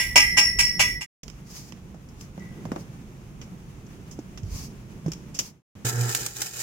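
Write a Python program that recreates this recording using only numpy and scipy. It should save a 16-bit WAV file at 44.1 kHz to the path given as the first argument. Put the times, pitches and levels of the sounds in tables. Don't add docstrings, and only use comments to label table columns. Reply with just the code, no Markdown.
import sys
import numpy as np
from scipy import signal
from scipy.fft import rfft, irfft, next_fast_len
from scipy.io import wavfile
from scipy.ndimage import uniform_filter1d

SR = 44100
rng = np.random.default_rng(int(sys.argv[2]) if len(sys.argv) > 2 else 0)


def to_wav(s):
    ch = np.atleast_2d(s).T
    pcm = np.round(np.clip(ch, -1, 1) * 32767)
    wavfile.write(sys.argv[1], SR, pcm.astype(np.int16))


N = 291942
T = np.arange(N) / SR

# start in seconds, clang gain in dB, contact time in seconds, thud gain in dB,
# treble tilt in dB per octave, gains in dB of the wall's ring below and above 4 kHz.
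HAMMER_BLOWS = [(-.05, 4.5, .006, 5, -1.5, -3, -1), (0.157, 5, 0.0037, 4, -1, 3.5, 4),
                (.369, 1, 0.0091, 0.5, -0.5, 0.5, 4), (.585, -1.5, .011, -2.5, 1.5, -7, 1.5),
                (0.793, 1.5, 0.0039, 3, -0.5, -1.5, -2.5), (1.008, -7, 0.0045, -1, 1.5, -8.5, -9)]
# pitch in Hz, level in dB, t60 in seconds, left minus right in dB.
WALL_MODES = [(290, -43, .4, 0), (619, -35, 0.2, 3), (851, -33, 0.25, 3), (1005, -32, 0.22, -4),
              (1214, -36, 0.25, -5), (1600, -30, 0.33, -8), (1938, -22, 0.45, -5), (1956, -28, 1.5, -3),
              (1997, -28, 0.6, -2), (2056, -26, 0.8, -8), (2158, -33, 0.6, 3), (2214, -38, 0.5, -6),
              (2291, -22, 0.34, -3), (2452, -28, 0.36, -2), (2536, -30, 0.3, -8), (2604, -26, 0.25, 8),
              (2803, -25, 0.28, -8), (2892, -30, 0.3, 1), (3420, -30, 0.3, 8), (4268, -41, 0.35, 5),
              (5444, -24, 0.7, -1), (5463, -25, 0.8, 1), (5513, -23, 0.55, 4), (5561, -29, 0.4, 3),
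              (6351, -29, 0.22, -1), (6498, -35, 0.35, -5), (7062, -32, 0.25, -1), (7284, -35, 0.3, -8),
              (8726, -41, 0.42, -3), (9376, -41, 0.5, 2), (10240, -34, 0.45, -12)]
# start in seconds, level in dB, pitch in Hz, t60 in seconds,
# grit relative to the thump in dB.
FOOTFALLS = [(1.943, -30, 222, 0.024, -12.5), (2.378, -29, 186, 0.073, -8.5),
             (2.654, -22, 199, 0.042, -9.5), (2.718, -12, 229, 0.026, -13), (2.762, -23, 330, .035, -3),
             (4.189, -20.5, 304, 0.038, -24), (4.431, -21, 97, 0.16, -38), (4.555, -23, 90, 0.08, -33),
             (5.061, -16.5, 159.6, 0.16, -16.5), (5.081, -17.5, 315, .037, -21.5)]
# start, beginning of the fade and end, in seconds.
STRETCHES = [(-.1, .93, 1.062), (1.232, 5.33, 5.62), (5.753, 6.7, 6.8)]


def hammer(clang_db=-20, spot_db=6, crack_db=-20, crack_t60=0.09, chatter_s=0.026, chatter_db=4,
           thud_db=-24, thud_t60=0.07):
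    # frequency in Hz, then, table by table, relative level in dB,
    # t60 in seconds, left minus right in dB.
    spectrum = [(350, -20), (600, -9.5), (1100, -13.5), (1750, -8.5), (2050, 2), (2800, 5.5), (3800, -12),
                (4700, -1.5), (7200, -1.5), (9000, -12.5), (10500, -9.5), (13000, -20), (15000, -14),
                (16000, -22)]
    decay_times = [(400, 0.098), (1200, .2), (2500, .31), (7000, 0.31), (15000, 0.62)]
    sides = [(500, -1), (2300, -2.5), (3500, 0), (6000, 1.5), (9000, -3.5), (15000, -8)]
    out, t = np.zeros((2, N)), np.arange(SR // 2) / SR
    hz = np.linspace(17, 126, 360) ** 2 * rng.uniform(.995, 1.005, 360)
    modes = ringing(hz, at_hz(decay_times, hz) * amp(rng.standard_normal(len(hz))), size=len(t))
    strength = amp(at_hz(spectrum, hz)) * hz ** .25
    for s, blow_db, contact_s, thud_gain_db, tilt_db, _, _ in HAMMER_BLOWS:
        tilt = lambda f: amp(tilt_db * np.log2(np.clip(f, 2000, 8000) / 4000))
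        gains = strength * amp(spot_db * np.clip(rng.standard_normal(len(hz)), -2, 2))
        gains = gains / np.linalg.norm(gains) * tilt(hz) * pan(at_hz(sides, hz))
        clang = amp(clang_db) * np.imag(at_microphone(hz, gains) @ modes)
        crack = shape(noise(len(t)), lambda f: amp(at_hz(spectrum, f)) * tilt(f) * pan(at_hz(sides, f)))
        crack *= decay(np.maximum(t - chatter_s, 0), crack_t60)
        crack *= amp(crack_db + chatter_db * wander(320)[:len(t)])
        thud = shape(noise(len(t), alike_hz=2000), lambda f: band(f, 860, 650) ** 2)
        thud *= amp(thud_db + thud_gain_db) * decay(t, thud_t60)
        add(out, s, amp(blow_db) * (clang + crack + thud) * np.minimum(t / contact_s, 1))
    return out


def wall_ring(build_s=0.011, waver_depth=0.69, waver_hz=24):
    out, t = np.zeros((2, N)), np.arange(SR) / SR
    hz, db, t60, side_db = np.transpose(WALL_MODES)
    build = np.minimum(t / build_s, 1)
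    modes = ringing(hz, t60, size=SR) * build
    wavers = np.array([1 + waver_depth * np.tanh(wander(waver_hz)) for _ in hz])
    for k, (s, *_, low_ring_db, high_ring_db) in enumerate(HAMMER_BLOWS):
        gains = amp(db + np.where(hz < 4000, low_ring_db, high_ring_db)) * pan(side_db)
        wavering_modes = modes * wavers[:, k * SR:(k + 1) * SR]
        add(out, s, np.imag(at_microphone(hz, gains) @ wavering_modes))
    return out


def welding_arc(start_s=5.846, hum_hz=120, sparks_per_s=1100, pulsing=0.4, spread_db=4, sputter_db=2):
    # time in seconds, relative levels of hum and sizzle in dB.
    burn = [(5.86, -24.5, -35), (5.92, -31.5, -38.5), (5.985, -24, -42.5), (6.1, -28, -36),
            (6.14, -41.5, -36.5), (6.23, -39.5, -38.5), (6.345, -56, -47.5), (6.4, -45.5, -39),
            (6.52, -57.5, -46.5), (6.62, -48, -35)]
    # harmonic number, relative level in dB.
    harmonics = [(1, -0.5), (2, -24.5), (3, -23), (4, -22.5), (6, -27)]
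    # frequency in Hz, then relative level in dB, or left minus right in dB.
    spectrum = [(150, -39), (250, -19), (298, -16), (360, -25), (484, -11), (640, -21.5), (845, -9),
                (1020, -20.5), (1670, -9.5), (2200, -12.5), (3580, -13), (7190, -3.5), (9490, -15),
                (14900, -13.5), (16000, -18.5)]
    sides = [(60, 0), (110, -8), (200, 3), (380, -7), (700, 3), (1290, -16), (2380, -1), (4400, 2),
             (8120, -3), (15000, -6)]
    # centre and width in Hz, relative level in dB.
    mouth_modes = [(352, 155, -4), (444, 92, -5.5), (834, 160, -9), (1343, 100, -6), (1675, 340, -7)]
    # start in seconds, level in dB, t60 in seconds.
    spits = [(5.888, -25, 0.046), (6.149, -14.5, 0.022), (6.263, -19.5, 0.022), (6.367, -28, 0.015),
             (6.418, -19, 0.033)]
    times, *levels = np.transpose(burn)
    hum_db, sizzle_db = (np.interp(T, times, db) for db in levels)
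    phase = 2 * np.pi * hum_hz * T
    hum = unit(sum(amp(db + 1.9 * wander(29)) * np.sin(k * phase) for k, db in harmonics))
    hum = hum * pan(-3.5) * amp(hum_db - 0.3)
    fires = rng.random(N) < sparks_per_s / SR * (1 + pulsing * np.sin(phase))
    sparks = fires * amp(spread_db * np.minimum(rng.exponential(size=N), 3.5))
    sparks *= np.sign(rng.standard_normal(N))
    t = np.arange(SR // 8) / SR
    paths = amp(-23) * noise(len(t)) * decay(t, t60=0.083)
    paths[0, 0] = paths[1, 4] = 1
    colour = lambda f: amp(at_hz(spectrum, f)) * pan(at_hz(sides, f))
    sizzle = shape(signal.fftconvolve(sparks[None], paths, axes=1)[:, :N], colour)
    mouth = lambda f: sum(amp(db) * abs(band(f, hz, width)) ** 2 for hz, width, db in mouth_modes)
    flutter = shape(noise(N), mouth) * amp((hum_db + sizzle_db) / 2 - 3.5)
    sizzle *= amp(sizzle_db + 6 + sputter_db * wander(100))
    out = (hum + flutter + sizzle) * np.clip((T - start_s) / 0.0048, 0, 1)
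    for s, db, t60 in spits:
        burst = shape(noise(len(t)), colour)
        add(out, s, amp(db) * burst * tailed_decay(t, t60, tail_db=-16, tail_t60=0.21))
    return out


def steps():
    out, t = np.zeros((2, N)), np.arange(SR // 4) / SR
    for s, db, hz, t60, grit_db in FOOTFALLS:
        contact = np.minimum(t * hz * 2, 1)
        thump = np.sin(2 * np.pi * hz * t) * decay(t, t60) * contact * pan(-2.9)
        grit = shape(noise(len(t)), lambda f: band(f, 536, 550) ** 2)
        grit *= tailed_decay(t, t60=0.023, tail_db=-14, tail_t60=0.24)
        add(out, s, amp(db) * (thump + amp(grit_db) * grit))
    return out


def clinks(rise_share=0.029):
    # start in seconds, level in dB, centre in Hz, t60 in seconds, left minus right in dB.
    contacts = [(1.233, -34.5, 5000, 0.028, -5), (1.28, -34.5, 2920, 0.021, -17),
                (1.3, -36, 4000, 0.014, -14), (1.722, -33.5, 2210, 0.018, -13),
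                (2.21, -36.5, 6900, 0.028, 4.5), (3.413, -39.5, 2600, 0.086, -1),
                (4.11, -42.5, 6500, 0.13, -2), (4.374, -37, 3070, .056, -4), (5.118, -29, 5230, 0.032, 3),
                (5.133, -33, 5100, 0.028, 0), (5.342, -35, 6000, 0.27, -2),
                (5.389, -15.5, 6400, 0.071, 0.5)]
    # frequency in Hz, relative level in dB.
    spectrum = [(200, 24.5), (700, 1.5), (1600, -9), (3000, -6.5), (4200, -17), (5300, -1.5), (7200, -5.5),
                (8500, -19.5), (16000, -16)]
    out, t = np.zeros((2, N)), np.arange(SR // 4) / SR
    for s, db, hz, t60, side_db in contacts + grit_ticks():
        burst = shape(noise(len(t)), lambda f: amp(at_hz(spectrum, f)) * band(f, hz, 1.25 * hz))
        burst *= np.minimum(t / (rise_share * t60), 1)
        add(out, s, amp(db) * pan(side_db) * burst * tailed_decay(t, t60, tail_db=-20, tail_t60=0.33))
    return out


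def grit_ticks(from_s=1.5, to_s=4.8, per_s=2, stray_db=-53, spread_db=2.5, hz=5500, t60=0.066):
    underfoot = [(s, min(db - 28, -45)) for s, db, *_ in FOOTFALLS]
    strays = [(from_s + (k + late / 2) / per_s, stray_db + spread_db * loud)
              for k, (late, loud) in enumerate(rng.uniform(-1, 1, (40, 2)))]
    strays = [(s, db) for s, db in strays if s < to_s]
    return [(s, db, hz, t60, 0) for s, db in underfoot + strays]


def scuffs():
    # start and length in seconds, level in dB.
    strokes = [(1.418, .34, -43.5), (2.155, 0.13, -51), (2.761, 0.088, -52), (4.425, .32, -41.5),
               (5.371, .17, -42.5)]
    # frequency in Hz, relative level in dB.
    spectrum = [(470, -12), (800, -7.5), (1070, -7.5), (1520, -15.5), (2290, -9), (3740, -13), (4900, -2),
                (6400, -1.5), (8340, -13), (14700, -14), (16000, -15)]
    out = np.zeros((2, N))
    for s, length_s, db in strokes:
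        size = int(length_s * SR)
        hiss = shape(noise(SR), lambda f: amp(at_hz(spectrum, f)))[:, :size]
        add(out, s, amp(db) * hiss * np.hanning(size))
    return out * amp(2 * wander(50))


def pipe_touch(t60=0.72, swell_s=0.045):
    # start in seconds, relative level in dB.
    touches = [(2.38, -37)]
    out, t = np.zeros((2, N)), np.arange(SR) / SR
    hz = np.array(WALL_MODES)[:, 0]
    for s, db in touches:
        gains = amp(db) * abs(band(hz, 1960, 250)) ** 2 / np.sqrt(len(hz)) * pan(0)
        ring = np.imag(at_microphone(hz, gains) @ ringing(hz, t60, size=SR))
        add(out, s, ring * np.minimum(t / swell_s, 1))
    return out


def site_background(air_db=-56, air_follow=0.68, swell_db=5, gust_db=16):
    # starting rumble in dB, its drift in dB per second, wind in dB.
    levels = [(-43, 2, -38.5), (-45.5, 0.93, -50), (-42.5, -15, -56.5)]
    # frequency in Hz, relative level in dB.
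    spectrum = [(20, -18.5), (60, -15.5), (130, 3), (190, 1), (270, -8.5), (370, -10.5), (560, -19),
                (1000, -27), (1650, -33.5), (2600, -34), (4200, -42.5), (6500, -37.5), (8000, -44.5),
                (15500, -49)]
    colour = lambda f: amp(at_hz(spectrum, f))
    lowpass = lambda f: 1 / (1 + (f / 700) ** 4)
    starts = np.array(STRETCHES)[:, 0]
    stretch = np.searchsorted(starts, T) - 1
    start_db, drift_db, wind_db = np.array(levels)[stretch].T
    rumble_db = start_db + drift_db * (T - starts[stretch]) + swell_db * bump(s=2.634, width_s=0.3)
    rumble = shape(noise(N, alike_hz=2000), lambda f: colour(f) * lowpass(f))
    rumble *= amp(rumble_db + wander(30))
    air = shape(noise(N), lambda f: colour(f) * (1 - lowpass(f)))
    air *= amp(air_db + air_follow * (rumble_db - rumble_db.mean()) + wander(29))
    wind = shape(noise(N), lambda f: band(f, 53, 53) ** 2)
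    wind *= amp(wind_db + gust_db * bump(s=4.53, width_s=0.12) + 2 * wander(24))
    return (rumble + wind) * pan(-2.3) + air


def amp(db):
    return 10 ** (np.asarray(db) / 20)


def unit(x):
    return x / np.sqrt(np.mean(x ** 2))


def at_hz(points, hz):
    f, value = np.transpose(points)
    return np.interp(np.log(np.maximum(hz, 1)), np.log(f), value)


def pan(db):
    gains = amp(np.array([np.atleast_1d(db), -np.atleast_1d(db)]) / 2)
    return gains / np.sqrt(np.mean(gains ** 2, axis=0))


def shape(x, gain):
    size = x.shape[-1]
    fast = next_fast_len(size)
    spectrum = rfft(x, fast) * gain(np.fft.rfftfreq(fast, 1 / SR))
    return unit(irfft(spectrum, fast)[..., :size])


def band(f, hz, width_hz):
    return 1j * f * width_hz / (hz ** 2 - f ** 2 + 1j * f * width_hz)


def noise(size, alike_hz=900):
    mid, side = rng.standard_normal((2, size))
    f = np.fft.rfftfreq(size, 1 / SR)
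    side = irfft(rfft(side) * np.clip(np.hypot(.2, f / alike_hz), 0, 1), size)
    return mid + side * np.array([[1], [-1]])


def at_microphone(hz, gains):
    common, apart = rng.uniform(-np.pi, np.pi, (2, len(hz)))
    phase = common + np.outer([0, 1], apart * np.minimum(hz / 2500, 1))
    return np.sqrt(2) * gains * np.exp(1j * phase)


def ringing(hz, t60, size):
    poles = np.exp((2j * np.pi * hz - np.log(1000) / t60) / SR)
    return np.cumprod(np.broadcast_to(poles[:, None], (len(hz), size)), axis=1)


def decay(t, t60):
    return np.exp(-np.log(1000) * t / t60)


def tailed_decay(t, t60, tail_db, tail_t60):
    return decay(t, t60) + amp(tail_db) * decay(t, tail_t60)


def bump(s, width_s):
    return np.exp(-((T - s) / width_s) ** 2)


def wander(rate_hz):
    size = int(SR / rate_hz)
    held = np.repeat(rng.standard_normal(N // size + 1), size)
    return np.sqrt(3 / 2) * uniform_filter1d(held, size)[:N]


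def add(out, s, sound):
    start = int(s * SR)
    lo, hi = max(start, 0), min(start + sound.shape[-1], N)
    out[:, lo:hi] += sound[..., lo - start:hi - start]


def scene():
    hammering = (hammer() + wall_ring()) * (T < STRETCHES[0][2])
    return hammering + pipe_touch() + steps() + scuffs() + welding_arc() + site_background() + clinks()


def record(dry):
    fader = sum((T >= start) * (T < end) * np.interp(T, [fade, end], [1, .04])
                for start, fade, end in STRETCHES)
    lowpass = signal.ellip(8, .2, 70, 15900, fs=SR, output="sos")
    return signal.sosfilt(lowpass, np.clip(dry * fader, -1, 1))


dry = scene()
out = record(dry)
to_wav(out)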